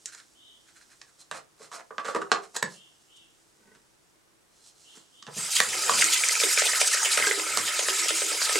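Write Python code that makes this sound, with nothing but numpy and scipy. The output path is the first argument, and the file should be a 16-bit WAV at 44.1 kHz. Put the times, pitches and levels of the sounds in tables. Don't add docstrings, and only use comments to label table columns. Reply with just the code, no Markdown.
import sys
import numpy as np
from scipy import signal
from scipy.fft import rfft, irfft
from scipy.io import wavfile
from scipy.ndimage import map_coordinates

SR = 44100
rng = np.random.default_rng(int(sys.argv[2]) if len(sys.argv) > 2 else 0)


def to_wav(sig):
    pcm = np.clip(np.atleast_2d(sig), -1, 1) * 32767
    pcm = np.round(pcm).astype(np.int16)
    wavfile.write(sys.argv[1], SR, pcm.T)


N = 378819
T = np.arange(N) / SR
HZ = np.fft.rfftfreq(4096, 1 / SR)
EDGE_HZ = 15950
OPEN_S = 5.27

# [t/s, chatter decay/s, thud/dB, clack/dB, tick/dB, thud f/Hz, clack f/Hz, top of the tick f/Hz]
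BLOWS = [(0.058, 0.0037, -69, -67, -35, 350, 1980, 11000), (0.148, 0.0027, -74, -58, -48, 400, 1500, 11000),
         (0.202, 0.0027, -77, -63, -57.5, 550, 1560, 5000),
         (1.015, 0.0038, -90, -53.5, -49, 340, 2390, 7800),
         (1.313, 0.0088, -49, -38.5, -40.5, 670, 1690, 9000),
         (1.602, 0.0083, -52.5, -72, -75, 440, 1330, 9000),
         (1.716, 0.017, -60, -44.5, -50, 623, 1180, 9000),
         (1.907, 0.0089, -48.5, -45, -63, 468, 1060, 4000),
         (1.982, 0.0035, -46, -32.5, -40, 470, 1250, 4860),
         (2.047, 0.039, -44, -37, -41.5, 470, 1520, 9800),
         (2.083, 0.017, -39.5, -32.5, -45, 540, 1370, 9000),
         (2.148, 0.011, -31.5, -31, -40.5, 430, 1290, 8900), (2.16, .007, -32, -29.5, -57, 398, 1050, 8450),
         (2.216, 0.0068, -42.5, -33.5, -47.5, 424, 1310, 9020),
         (2.317, 0.0061, -30.5, -21, -24, 378, 1210, 7100),
         (2.563, 0.008, -49, -42.5, -30.5, 450, 1860, 15100),
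         (2.626, 0.003, -38.5, -31.5, -31.5, 416, 1730, 14000),
         (3.749, 0.015, -69, -62.5, -62.5, 304, 1540, 10000),
         (4.954, 0.022, -66, -63, -52, 321, 1513, 14000), (4.972, 0.0052, -59, -62, -63, 280, 940, 9000),
         (5.225, 0.0046, -66, -53, -48.5, 220, 1300, 8000), (5.267, 0.006, -59, -50, -48, 220, 1700, 7000),
         (5.279, 0.013, -51, -44.5, -64, 500, 840, 5000),
         (5.6023, 0.002, -37.5, -22, -22, 610, 2040, 14000),
         (5.8949, 0.0021, -40, -20.5, -31.5, 420, 1100, 9000),
         (5.903, 0.026, -39.5, -41, -55, 540, 940, 4000), (7.573, 0.0056, -40, -30, -24, 390, 1446, 11060)]
# [f/Hz, level/dB]
POWDER_SHAPE = [(150, -16), (600, -1), (1100, -4), (1600, -3), (2500, 1.5), (4200, 2), (5500, 6),
                (8000, 6.5), (10000, -0.5), (15000, -23)]
# [centre t/s, level/dB, bubble cloud f/Hz]
JET_SURGES = [(5.522, -28.5, 6760), (5.567, -23, 3320), (5.587, -28.5, 2950), (5.99, -24.5, 10000),
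              (6.02, -19.5, 2500), (6.136, -22.5, 3440), (6.17, -27.5, 3320), (6.323, -25.5, 4940),
              (6.41, -22, 4830), (6.535, -25, 10000), (6.591, -21.5, 6080), (6.668, -24, 3320),
              (6.705, -28, 8080), (6.766, -27.5, 4570), (6.812, -22, 5660), (6.876, -25.5, 8670),
              (6.941, -23.5, 6760), (7.063, -22.5, 2780), (7.125, -22.5, 4140), (7.276, -28.5, 5350),
              (7.682, -28, 2990), (7.795, -28.5, 3420), (7.898, -29, 2880), (7.997, -28, 4320),
              (8.092, -24, 3020), (8.166, -26, 7700), (8.208, -30.5, 4110), (8.425, -24, 4740),
              (8.456, -24, 4500)]
# [t/s, bubble level/dB, bubble f/Hz, bubble's swell/cycles, gulp level/dB, gulp f/Hz]
AIR_PLOPS = [(5.5649, -20, 3200, 6, -63.3, 720), (6.021, -13.6, 2020, 4, -44, 720),
             (6.133, -21, 3448, 6.9, -52.5, 360), (6.2363, -15, 2300, 3, -43, 601),
             (6.2938, -18.5, 2099, 2.6, -48.2, 720), (6.3529, -21.5, 2360, 5.5, -39.5, 699),
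             (6.4005, -19.0, 2389, 3.2, -37, 472), (6.435, -13, 3560, 3.5, -21.5, 477),
             (6.5747, -14.2, 2270, 3, -28, 507), (6.619, -26, 1884, 2.8, -19.5, 620),
             (6.7335, -15.8, 1890, 0.95, -30, 690), (6.7488, -19, 2054, 3, -40, 601),
             (6.8139, -18.5, 2389, 5.5, -21, 650), (6.9325, -21, 1830, 8.3, -39, 720),
             (7.029, -21.5, 1310, 3.7, -56.5, 720), (7.0478, -23, 3095, 9.1, -39, 665),
             (7.0587, -22, 2450, 1.9, -28.5, 590), (7.174, -12.5, 1920, 0.77, -22, 563),
             (7.1986, -41.7, 1585, 7.5, -25.5, 520), (7.2232, -16, 2080, 4, -45, 406),
             (7.2394, -19.3, 1551, 1.6, -40.8, 487), (7.2688, -19.5, 1610, 6.9, -25.5, 406),
             (7.3107, -15, 1980, 3.5, -26, 445), (7.3955, -29.5, 2660, 6.9, -31, 560),
             (7.7921, -18, 3200, 1.5, -22.7, 605), (7.8842, -19, 1550, 1.1, -25.5, 549),
             (8.106, -28, 2549, 2.4, -25.5, 520), (8.2179, -45, 1766, 7.5, -25.0, 506),
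             (8.3166, -32, 2099, 4, -30.5, 549), (8.4165, -23.1, 1540, 2.2, -29.5, 610),
             (8.4554, -27, 3600, 1.5, -56.5, 533), (8.4941, -27.5, 1800, 7.9, -27, 600),
             (8.5556, -20, 2180, 3.9, -21.5, 465)]


def amp(db):
    return 10 ** (np.asarray(db) / 20)


def evened(x):
    return x / np.sqrt(np.mean(x ** 2) + 1e-20)


def read(points, hz):
    f, value = np.transpose(points)
    return np.interp(np.log(hz + 1), np.log(f + 1), value)


def level(rows):
    rows = np.array(rows)
    return np.interp(T, rows[:, 0], amp(rows[:, 1]), left=0)


def add(mix, s, sound):
    part = mix[max(round(s * SR), 0):][:len(sound)]
    part += sound[:len(part)]


def high_pass(x, order, hz):
    return signal.sosfilt(signal.butter(order, hz, "high", fs=SR, output="sos"), x)


def colour(x, points, lo=10, hi=30000):
    band = 1 / np.sqrt((1 + (lo / (HZ + 1)) ** 10) * (1 + (HZ / hi) ** 10))
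    log_gain = np.log(amp(read(points, HZ)) * band + 1e-6)
    cepstrum = irfft(log_gain)[:len(HZ)]
    cepstrum[1:-1] *= 2
    taps = irfft(np.exp(rfft(cepstrum, 2 * len(HZ) - 2)))
    return signal.oaconvolve(x, taps)[:len(x)]


def resonate(x, hz, width):
    return signal.lfilter(*signal.iirpeak(hz, hz / width, SR), x)


def resonate_twice(x, hz, width):
    return resonate(resonate(x, hz, width), hz, width)


def hollow(x, modes):
    return x + sum(amp(db) * resonate(x, hz, width) for hz, width, db in modes)


def drift(per_s):
    knots = np.arange(0, T[-1] + 1, 1 / per_s)
    return evened(np.interp(T, knots, rng.standard_normal(N)[:len(knots)]))


def grains(per_s, spread_db):
    size = amp(spread_db * np.minimum(rng.exponential(1, N), 4))
    return size * rng.choice([-1, 1], N) * (rng.random(N) < per_s / SR)


def swell_power(s, db, width):
    return amp(db) ** 2 * 2 ** -np.minimum(((T - s) / width) ** 2, 60)


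def tail(t60s):
    taps = rng.standard_normal(SR) * (rng.random(SR) < .15) * (np.arange(SR) > SR // 300)
    hz, t, z = signal.stft(taps, SR, nperseg=256)
    decay = amp(-60 * t / read(t60s, hz)[:, None])
    echo = signal.istft(z * decay, SR, nperseg=256)[1]
    return echo / np.linalg.norm(echo)


def room(x, wet_db, apart_db, sides, balance):
    # [f/Hz, t60/s]
    room_t60 = [(150, 0.14), (400, 0.34), (1000, 0.21), (2800, 0.2), (7300, 0.17), (15000, 0.037)]
    shared, apart = (signal.oaconvolve(x, tail(room_t60))[:N] for _ in range(2))
    mid = x + amp(wet_db) * shared
    side = amp(apart_db) * colour(apart, sides)
    pair = [colour(mid + way * side, [(hz, way * db / 2) for hz, db in balance]) for way in (1, -1)]
    return np.array(pair) / np.hypot(1, amp(wet_db))


def air(apart=1.0, level_db=-67.5):
    # [f/Hz, level/dB]
    air_shape = [(12, -37), (20, -10), (91, -12), (123, -6), (210, -10.5), (347, -6), (513, -10),
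                 (558, -11), (1060, -12), (1370, -12.5), (3070, -18.5), (6910, -22), (8890, -19),
                 (16000, -31.5)]
    # [f/Hz, width/Hz, level/dB]
    hum = [(327, 6.7, -84.5)]
    mid, side = (evened(colour(rng.standard_normal(N), air_shape)) for _ in range(2))
    drone = sum(amp(db) * evened(resonate(mid, hz, width)) for hz, width, db in hum)
    return amp(level_db) * np.array([mid + apart * side, mid - apart * side]) + drone


def bird(trill_hz=55, sweep=0.25, waver=0.0275, whistle_db=-6, arch=0.0392, t60=0.56):
    # [start t/s, length/s, level/dB, f/Hz before arch and waver]
    calls = [(0.334, 0.22, -57, 3045), (2.726, 0.13, -56.5, 2860), (3.068, 0.16, -58, 2880),
             (4.83, 0.108, -56, 2900), (5.106, 0.15, -57.5, 2945)]
    out, wander = np.zeros(N), drift(150)
    for s, length, db, hz in calls:
        t = np.arange(int(length * SR)) / SR
        swell = np.sin(np.pi * t / length)
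        chance = wander[int(s * SR):][:len(t)]
        held = hz * (1 + waver * chance + arch * (swell - 1))
        flick = (1 + np.sin(2 * np.pi * trill_hz * t + chance)) / 2
        flicked = held * (1 + sweep * np.sqrt(swell) * flick)
        whistle, trill = np.sin(2 * np.pi * np.cumsum([held, flicked], axis=1) / SR)
        add(out, s, amp(db) * evened((amp(whistle_db) * whistle + trill) * np.sqrt(swell)))
    return np.array([signal.oaconvolve(out, tail([(3000, t60)]))[:N] for _ in range(2)])


def trickle(per_s=5000, spread_db=3, low_hz=3000, trim_db=-3):
    # [t/s, level/dB]
    trickling = [(0.0, -58), (0.43, -64.5), (0.9, -61.5), (1.48, -69), (2.04, -64.5), (2.21, -57.5),
                 (2.41, -86), (2.55, -58.5), (2.83, -63.5), (4.27, -70.5), (4.56, -71), (4.78, -69),
                 (5.06, -62), (5.3, -63)]
    hiss = evened(colour(grains(per_s, spread_db), POWDER_SHAPE, low_hz))
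    return amp(trim_db) * level(trickling) * hiss


def slides(body_hz=200, hollow_hz=1250, hiss_hz=2200, gap_hz=3000, grit=1.0, lumps_per_s=130,
           lump_size=13, ring_db=9, ring_width_hz=280, trim_db=0):
    # [centre t/s, hiss level/dB]
    shaken = [(0.088, -51), (0.138, -48), (0.188, -50.5), (0.69, -58.5), (0.77, -55.5), (0.819, -57),
              (0.921, -56.5), (1.089, -63)]
    # [centre t/s, hollow level/dB, hiss level/dB, standard deviation of the power bell/s]
    scraped = [(1.209, -65, -49, .01), (1.363, -42.5, -45, 0.015), (1.636, -54.5, -50, 0.02),
               (1.751, -44.5, -42.5, 0.014), (1.798, -45.5, -53, 0.0089), (2.001, -38.5, -52.5, 0.0052),
               (2.092, -46, -45, 0.019), (2.166, -49, -42.5, 0.0045), (2.351, -38.5, -50, 0.019),
               (2.441, -51, -50, 0.011), (2.554, -39.5, -39, 0.0042), (2.731, -63.5, -49.5, 0.024),
               (3.169, -79, -55.5, 0.0062), (4.58, -79, -61.5, 0.031), (4.669, -74, -52, 0.021),
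               (4.85, -80, -56.5, 0.056), (4.96, -69, -57.5, 0.037)]
    out, t = np.zeros(N), np.arange(SR // 2) / SR
    bands = [(body_hz, hollow_hz), (hollow_hz, hiss_hz), (gap_hz, EDGE_HZ)]
    # body, hollow and hiss dB, then bell width 0.01 s and the hollow's pitch in Hz
    moves = [(s, db - 29, db - 1.5, db, 0.01, 1520) for s, db in shaken]
    moves += [(s, db - 4, db, hiss_db, width, 1240) for s, db, hiss_db, width in scraped]
    for s, *levels_db, width, ring_hz in moves:
        lead = min(s, t[-1] / 2)
        noise, size = rng.standard_normal((2, len(t)))
        fine = noise * np.exp(grit * np.minimum(size, 2))
        lumps = np.sign(noise) * (rng.random(len(t)) < lumps_per_s / SR)
        coarse = fine / 2 + 2 * lump_size * lumps
        ringing = coarse + amp(ring_db) * resonate(coarse, ring_hz, ring_width_hz)
        swell = np.exp(-((t - lead) / width) ** 2 / 4)
        swell_rms = np.sqrt(np.mean(swell ** 2))
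        for db, (lo, hi), drive in zip(levels_db, bands, [coarse, ringing, fine]):
            part = evened(swell * colour(drive, POWDER_SHAPE, lo, hi))
            add(out, s - lead, amp(db + trim_db) * swell_rms * part)
    return out


def carton(x, trim_db=-3):
    # [f/Hz, width/Hz, level/dB]
    box_modes = [(453, 28, -1.5), (680, 25, 7), (895, 27, -5.5), (1119, 25, -5.5), (1580, 220, -12.5),
                 (4130, 130, 5.5)]
    return amp(trim_db) * hollow(x, box_modes)


def knocks(thud_edge_hz=120, clack_edge_hz=600, tick_edge_hz=2400, sharpness=3.5, focus_db=8,
           grit=0.67, trim_db=-1):
    # [tick over clack/dB, tick f/Hz]
    tick_pitch = [(1, 2100), (7, 6900)]
    # [f/Hz, level/dB]
    knock_shape = [(59, -61), (100, -13.5), (176, -7), (324, -10), (367, -17), (416, -7.5), (885, -6),
                   (1140, 2), (1240, -2), (1840, -5), (2230, -14.5), (3680, -9), (5960, -11), (7830, -9),
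                   (15000, -26)]
    out, t = np.zeros(N), np.arange(SR // 5) / SR
    for s, decay, thud_db, clack_db, tick_db, thud_hz, clack_hz, top_hz in BLOWS:
        edges = [thud_edge_hz, clack_edge_hz, tick_edge_hz, top_hz]
        tick_hz = np.interp(tick_db - clack_db, *np.transpose(tick_pitch))
        noise, size = rng.standard_normal((2, len(t)))
        contacts = np.exp(grit * np.minimum(size, 2))[(t * 1000).astype(int)]
        drive = evened(noise * contacts) * np.exp(-t / max(decay, .001))
        drive[0] += 4
        levels_db, pitches = [thud_db, clack_db, tick_db], [thud_hz, clack_hz, tick_hz]
        for db, hz, lo, hi in zip(levels_db, pitches, edges, edges[1:]):
            part = colour(drive, knock_shape, lo, hi)
            part = part + amp(focus_db) * resonate(part, hz, hz / sharpness)
            add(out, s, amp(db + trim_db) * part / np.std(part[:SR // 50]))
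    return out


def struck(modes, detune=0.028, roughness=.6, shiver_s=.005):
    t, ring = np.arange(SR // 3) / SR, 0
    for hz, db, t60 in modes:
        chance = rng.standard_normal(200)
        shiver = 1 + roughness * np.interp(t / shiver_s, np.arange(len(chance)), chance)
        tone = np.sin(2 * np.pi * hz * (1 + detune * chance[-1]) * t)
        ring = ring + amp(db - 60 * t / t60) * shiver * tone
    return ring


def carton_rings(lowered_s=1.2, let_go_s=2.5, panel_db=-4, rim_db=0):
    # [t/s, level/dB]
    rim_hits = [(1.314, -36), (2.5652, -25), (2.6267, -16.5)]
    # [f/Hz, level/dB, t60/s]
    rim_modes = [(1018, -10, 0.032), (1687, -7, 0.041), (1810, -3.5, .028), (3810, -6, 0.018),
                 (4000, -12, .03), (8090, -5.5, 0.02)]
    # [f/Hz, level/dB, t60/s]
    panel_modes = [(507, -17, .13), (673, -10.5, .12), (1006, -5, 0.11), (1153, -4.5, 0.14),
                   (1185, -0.5, .2), (1470, -7.5, .11)]
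    out = np.zeros(N)
    for s, _, _, clack_db, *_ in BLOWS:
        if lowered_s < s < let_go_s:
            add(out, s, amp(clack_db + panel_db) * struck(panel_modes))
    for s, db in rim_hits:
        add(out, s, amp(db + rim_db) * struck(rim_modes))
    return high_pass(out, 4, 350)


def thumps(focus_octaves=.45, attack_s=0.0018, boom_t60=0.29, puff_db=-2, puff_s=.018):
    # [t/s, level/dB, f/Hz]
    pushes = [(1.317, -57, 158), (1.621, -64, 160), (2.151, -52, 167.7), (2.32, -48.5, 178),
              (2.627, -38.5, 187), (5.277, -48, 158), (5.361, -41.5, 180), (5.602, -61, 170)]
    # [f/Hz, level/dB]
    boom_modes = [(125, 3), (150, 4.5), (172, -1), (192, 3), (222, 5.5), (262, -11.5)]
    out, t = np.zeros(N), np.arange(SR // 2) / SR
    for s, db, pitch in pushes:
        ring = 0
        for hz, mode_db in boom_modes:
            nearness = np.exp(-(np.log2(hz / pitch) / focus_octaves) ** 2)
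            ring = ring + amp(mode_db) * nearness * np.sin(2 * np.pi * (hz * t + rng.random()))
        ring = ring * amp(-60 * t / boom_t60)
        puff = evened(resonate_twice(rng.standard_normal(len(t)), pitch, 2 * pitch)) * np.exp(-t / puff_s)
        thud = (ring / np.std(ring[:SR // 30]) + 2 * amp(puff_db) * puff) / np.sqrt(2)
        add(out, s, amp(db) * thud * (1 - np.exp(-t / attack_s)))
    return high_pass(out, 4, 100)


def basin(x, ring_db):
    # [f/Hz, level/dB]
    basin_modes = [(150, -4.5), (192, -1), (327, 3), (391, 2.5), (437, -2.5), (533, -7), (678, -5.5),
                   (758, 5), (1010, 4), (1110, -8), (1250, -5)]
    # [f/Hz, t60/s]
    basin_t60 = [(150, .33), (330, .27), (700, .2), (1800, .16)]
    t, ring = np.arange(SR // 2) / SR, 0
    for hz, db in basin_modes:
        fade = amp(db - 60 * t / read(basin_t60, hz))
        ring = ring + fade * np.sin(2 * np.pi * (hz * t + rng.random()))
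    return x + amp(ring_db) * signal.oaconvolve(x, ring)[:N]


def jet(order=1, opening_s=0.11, shut_db=-35):
    # [t/s, hiss level/dB, churning level/dB, deep gurgle level/dB]
    jet_curves = np.array([(5.5, -32, -41, -49), (5.56, -26, -32, -52), (5.66, -31, -34, -46),
                           (5.79, -28, -36.5, -43), (5.95, -26, -28.5, -37), (6.11, -26, -27, -50),
                           (6.31, -26.5, -30, -45.5), (6.62, -26, -30, -44), (7.01, -28, -29.5, -46.5),
                           (7.19, -27, -26.5, -42), (7.41, -31, -34.5, -43.5), (7.67, -29.5, -32, -45.5),
                           (8.39, -28.5, -32.5, -46), (8.59, -26.5, -27.5, -40)])
    shut = np.clip(1 - (T - OPEN_S) / opening_s, 0, 1)
    curve_db = np.interp(T, jet_curves[:, 0], jet_curves[:, order])
    return (T > OPEN_S) * amp(curve_db + shut_db * shut)


def running(x):
    return x / np.std(x[T > OPEN_S])


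def rubbed(modes):
    slips = grains(1500, 3.4)
    return evened(sum(amp(db) * evened(resonate(slips, hz, width)) for hz, width, db in modes))


def tap_body(pipe_db=-43):
    # [t/s, level/dB]
    rub = [(3.56, -88), (3.63, -67.5), (3.72, -60), (3.76, -65.5), (3.8, -85)]
    # [f/Hz, width/Hz, level/dB]
    rub_modes = [(216, 18, 6), (393, 40, 2), (915, 50, -3), (1504, 30, 0.5), (1910, 45, -4)]
    # [centre t/s, level/dB, half width/s]
    spout_turns = [(5.68, -58, 0.073), (5.975, -49, 0.05), (7.241, -58, 0.051), (7.59, -55, 0.042)]
    rumble = rubbed([(97.0, 18, 3), (151, 21, -3), (214.0, 14, 0.5), (334, 110, 0.5)])
    grind = evened(colour(rumble, [(400, 0), (1000, -20)], lo=82))
    turning = np.sqrt(sum(swell_power(*turn) for turn in spout_turns))
    hand = level(rub) * rubbed(rub_modes) * (T < rub[-1][0])
    return (turning + amp(pipe_db) * jet()) * grind + hand


def bubble(hz, cycles, rise):
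    age = np.arange(int(3.6 * cycles / hz * SR)) * hz / SR / cycles
    turns = cycles * (age + rise * age * (age / 2 - 1))
    return np.sin(2 * np.pi * turns) * age * np.exp((1 - age ** 2) / 2)


def burbles(attack_s=0.002, trim_db=0):
    # [start t/s, level/dB, decay/s]
    burble_rows = [(5.76, -46.5, .12), (6.035, -41, 0.047), (6.438, -35.5, 0.03), (7.067, -52, 0.058),
                   (7.272, -37.5, 0.098), (7.374, -36.5, 0.043), (7.619, -51, 0.16), (7.886, -37, 0.035),
                   (7.99, -44, 0.051), (8.109, -40.5, 0.039), (8.222, -42, 0.084), (8.556, -35.5, 0.051)]
    # [f/Hz, width/Hz, level/dB]
    burble_modes = [(324.7, 9.5, 1.5), (390, 25, 0.5), (436, 22, -13), (545, 27, -16)]
    out, t = np.zeros(N), np.arange(SR // 2) / SR
    for s, db, decay in burble_rows:
        noise = rng.standard_normal(SR)
        wobble = sum(amp(gain_db) * evened(resonate_twice(noise, hz, 2 * width))
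                     for hz, width, gain_db in burble_modes)
        fade = (1 - np.exp(-t / attack_s)) * np.exp(-t / decay)
        fade_rms = np.sqrt(np.mean(fade ** 2))
        add(out, s, amp(db + trim_db) * fade_rms * evened(fade * wobble[-len(t):]))
    return high_pass(out, 8, 300)


def gulps(rise=0.021, low_hz=290, slap_db=-16, slap_s=0.0063, trim_db=1, scatter_db=3,
          scatter_octaves=0.21, count=15, stray_db=-33, stray_hz=567, swell_cycles=1.2):
    rings, slaps, t = np.zeros(N), np.zeros(N), np.arange(SR // 25) / SR
    pockets = [(s, db, hz) for s, *_, db, hz in AIR_PLOPS]
    slots = np.linspace(AIR_PLOPS[1][0], T[-1], count, endpoint=False)
    for s, (late, size, pitch) in zip(slots, rng.random((count, 3))):
        when = s + late * (slots[1] - slots[0])
        db = stray_db + scatter_db * (2 * size - 1)
        pockets.append((when, db, stray_hz * 2 ** (scatter_octaves * (2 * pitch - 1))))
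    for s, db, hz in pockets:
        add(rings, s, amp(db + trim_db) * bubble(hz, swell_cycles, rise))
        add(slaps, s, amp(db + slap_db) * rng.standard_normal(len(t)) * np.exp(-t / slap_s))
    slap_shape = [(200, 0.5), (600, 15.5), (2200, 24.5), (8000, 17.0), (15000, -26)]  # Hz, dB
    return high_pass(rings, 4, low_hz) + colour(slaps, slap_shape, lo=81)


def bubbles(rise=0.02, delay=0.0026, daughter_db=-7, daughter_cycles=1.8, trim_db=1, count=4):
    out = np.zeros(N)
    for s, db, hz, cycles, _, _ in AIR_PLOPS:
        add(out, s, amp(db + trim_db) * bubble(hz, max(cycles, 1), rise))
        for late, ratio in zip(rng.exponential(1, count), rng.uniform(.65, 1.5, count)):
            daughter = bubble(hz * ratio, daughter_cycles, rise)
            add(out, s + delay * late, amp(db + trim_db + daughter_db) * daughter)
    return high_pass(out, 2, 500)


def thrown_back(x, echo_db=-12, wall_s=0.015):
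    return x + amp(echo_db) * np.interp(T - wall_s, T, x, left=0)


def smacks(hit_hz=7300, sharpness=5.0, trim_db=-2):
    # [t/s, level/dB]
    drops = [(6.0423, -1), (6.0607, -10), (6.2866, -2.5), (6.3534, -11), (6.4365, -10), (6.5974, -6),
             (6.874, -9), (7.884, -11), (8.0845, -7.5), (8.556, -15)]
    out, t = np.zeros(N), np.arange(SR // 50) / SR
    for s, db in drops:
        snap = resonate(rng.standard_normal(len(t)) * np.exp(-t / .0016), hit_hz, hit_hz / sharpness)
        add(out, s, amp(db + trim_db) * snap / np.std(snap[:SR // 500]))
    return colour(out, [(8500, -10.5), (15000, -30)], 2300)


def clouds(sharpness=2.3, trim_db=-4, width_s=0.0077):
    out, t = np.zeros(N), np.arange(-SR // 20, SR // 20) / SR
    for s, db, hz in JET_SURGES:
        hz = min(hz, 8500)
        spiky = rng.standard_normal(len(t)) ** 3
        cloud = resonate_twice(spiky, hz, hz / sharpness)
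        add(out, s + t[0], amp(db + trim_db) * evened(cloud) * 2 ** (-(t / width_s) ** 2 / 2))
    return out


def lumpy(x, patchy_db, patch_hz, patch_s):
    hz, t, z = signal.stft(x, SR, nperseg=256, noverlap=192)
    places = np.meshgrid(hz / patch_hz, t / patch_s, indexing="ij")
    field = map_coordinates(rng.standard_normal((120, 1200)), places, order=1, mode="wrap")
    gain = evened(amp(patchy_db * evened(field)))
    return signal.istft(z * gain, SR, nperseg=256, noverlap=192)[1][:N]


def churn(spread_db=1.1, cycles=5, rise=0.032, cluster_s=.006, cluster_octaves=0.2, rush_db=-5,
          split_hz=1000, small_db=-1.0, large_db=2, count=1800, size=4):
    # [f/Hz, level/dB]
    churn_shape = [(200, -46.5), (290, -27), (370, -8.5), (640, -9), (800, -10.5), (980, -8.5), (1100, -10),
                   (1300, 6.5), (1600, 5.5), (2150, 10), (3000, 0), (4500, -4.5)]
    out = np.zeros(N)
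    for (when, pitch, force), *members in rng.random((count, size + 1, 3)):
        start = OPEN_S + when * (T[-1] - OPEN_S)
        for late, detune, part in members:
            hz = 330 * 13 ** pitch * 2 ** (cluster_octaves * (2 * detune - 1))
            db = -spread_db * np.log((force + .03) * (part + .03))
            add(out, start + 2 * cluster_s * late, amp(db) * hz * bubble(hz, cycles, rise))
    rush = colour(rng.standard_normal(N), [(4000, 0), (6000, -30)])
    out = running(out) + amp(rush_db) * running(rush)
    small = amp(small_db) * jet(order=2) * running(colour(out, churn_shape, lo=split_hz))
    large = amp(large_db) * jet(order=3) * running(colour(out, churn_shape, hi=split_hz))
    return small + large


def foam(spread_db=-0.5, cycles=72.0, count=14000):
    when, pitch, size = rng.random((count, 3)).T[:, :, None]
    hz, step = 2400 * 5.5 ** pitch, np.arange(600)
    turns = hz * step / SR
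    strength = amp(-spread_db * np.log(size + 0.0067)) * hz
    fade = np.exp(-turns / cycles) * (1 - step / len(step))
    pings = strength * fade * np.sin(2 * np.pi * turns)
    start = OPEN_S * SR
    at = (start + when * (N - start)).astype(int) + step
    out = np.bincount(at.ravel(), pings.ravel(), N)[:N]
    return out / np.std(out[int(start):])


def spray(per_s=11000, spread_db=3.0, flutter_db=1, foam_db=0, steady_db=1, burst_db=0.5, surge_s=0.0082):
    # [f/Hz, level/dB]
    hiss_shape = [(1500, -25), (2500, 4.5), (3300, -3), (3900, 4.5), (4350, 2.5), (4900, 9.5), (5600, 4.5),
                  (6500, 6.5), (8200, 7.5), (10000, 0), (13000, -11), (16000, -12)]
    steady = (amp(steady_db) * jet()) ** 2
    power = steady + sum(swell_power(s, db + burst_db, surge_s) for s, db, _ in JET_SURGES)
    droplets = evened(grains(per_s, spread_db)) + amp(foam_db) * foam()
    fizz = lumpy(droplets, patchy_db=2.0, patch_hz=696, patch_s=.035)
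    return np.sqrt(power) * amp(flutter_db * drift(120)) * evened(colour(fizz, hiss_shape))


def bowl(x, trim_db=-4):
    # [f/Hz, width/Hz, level/dB]
    bowl_modes = [(936, 140, -3), (1264, 54, -4), (3120, 104, 2), (3496, 72, -4), (6730, 31, -13)]
    return amp(trim_db) * hollow(x, bowl_modes)


def scene():
    # [f/Hz, level/dB]
    dry_side = [(60, -1), (130, -22.5), (290, -2.5), (640, -5), (1410, -8), (3100, -14), (6820, -9),
                (15000, -2.5)]
    dry_balance = [(60, -1.5), (130, 2.5), (290, 0.5), (640, -2.5), (1410, -3), (3100, -4.5), (6820, -2.0),
                   (15000, -3)]
    # [f/Hz, level/dB]
    wet_side = [(60, -18), (110, -40), (200, -12), (380, -14.5), (700, -8), (1290, -11.5), (2380, -10.5),
                (4400, -14), (8120, -8.5), (15000, -2.5)]
    wet_balance = [(60, 17), (110, -5), (200, 0), (380, -5), (700, 0), (1290, -2.5), (2380, -1),
                   (4400, -0.5), (8120, -1.0), (15000, 0.5)]
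    blows = basin(knocks(), ring_db=-54.5) + carton_rings() + thumps()
    blows = room(blows, wet_db=-10.0, apart_db=-5.5, sides=dry_side, balance=dry_balance)
    powder = carton(slides()) + trickle()
    powder = room(powder, wet_db=-9.0, apart_db=-3.5, sides=dry_side, balance=dry_balance)
    splash = bowl(spray() + lumpy(churn(), patchy_db=2, patch_hz=350, patch_s=.05))
    splash = splash + clouds() + thrown_back(bubbles()) + smacks()
    depths = basin(gulps(), ring_db=-56.5) + burbles() + tap_body()
    water = room(splash + depths, wet_db=-15, apart_db=-2.0, sides=wet_side, balance=wet_balance)
    return blows + powder + water + bird() + air()


def record(dry):
    low_pass = signal.firwin(511, EDGE_HZ, window=("kaiser", 9), fs=SR)
    return signal.oaconvolve(dry, low_pass[None], "same")


dry = scene()
out = record(dry)
to_wav(out)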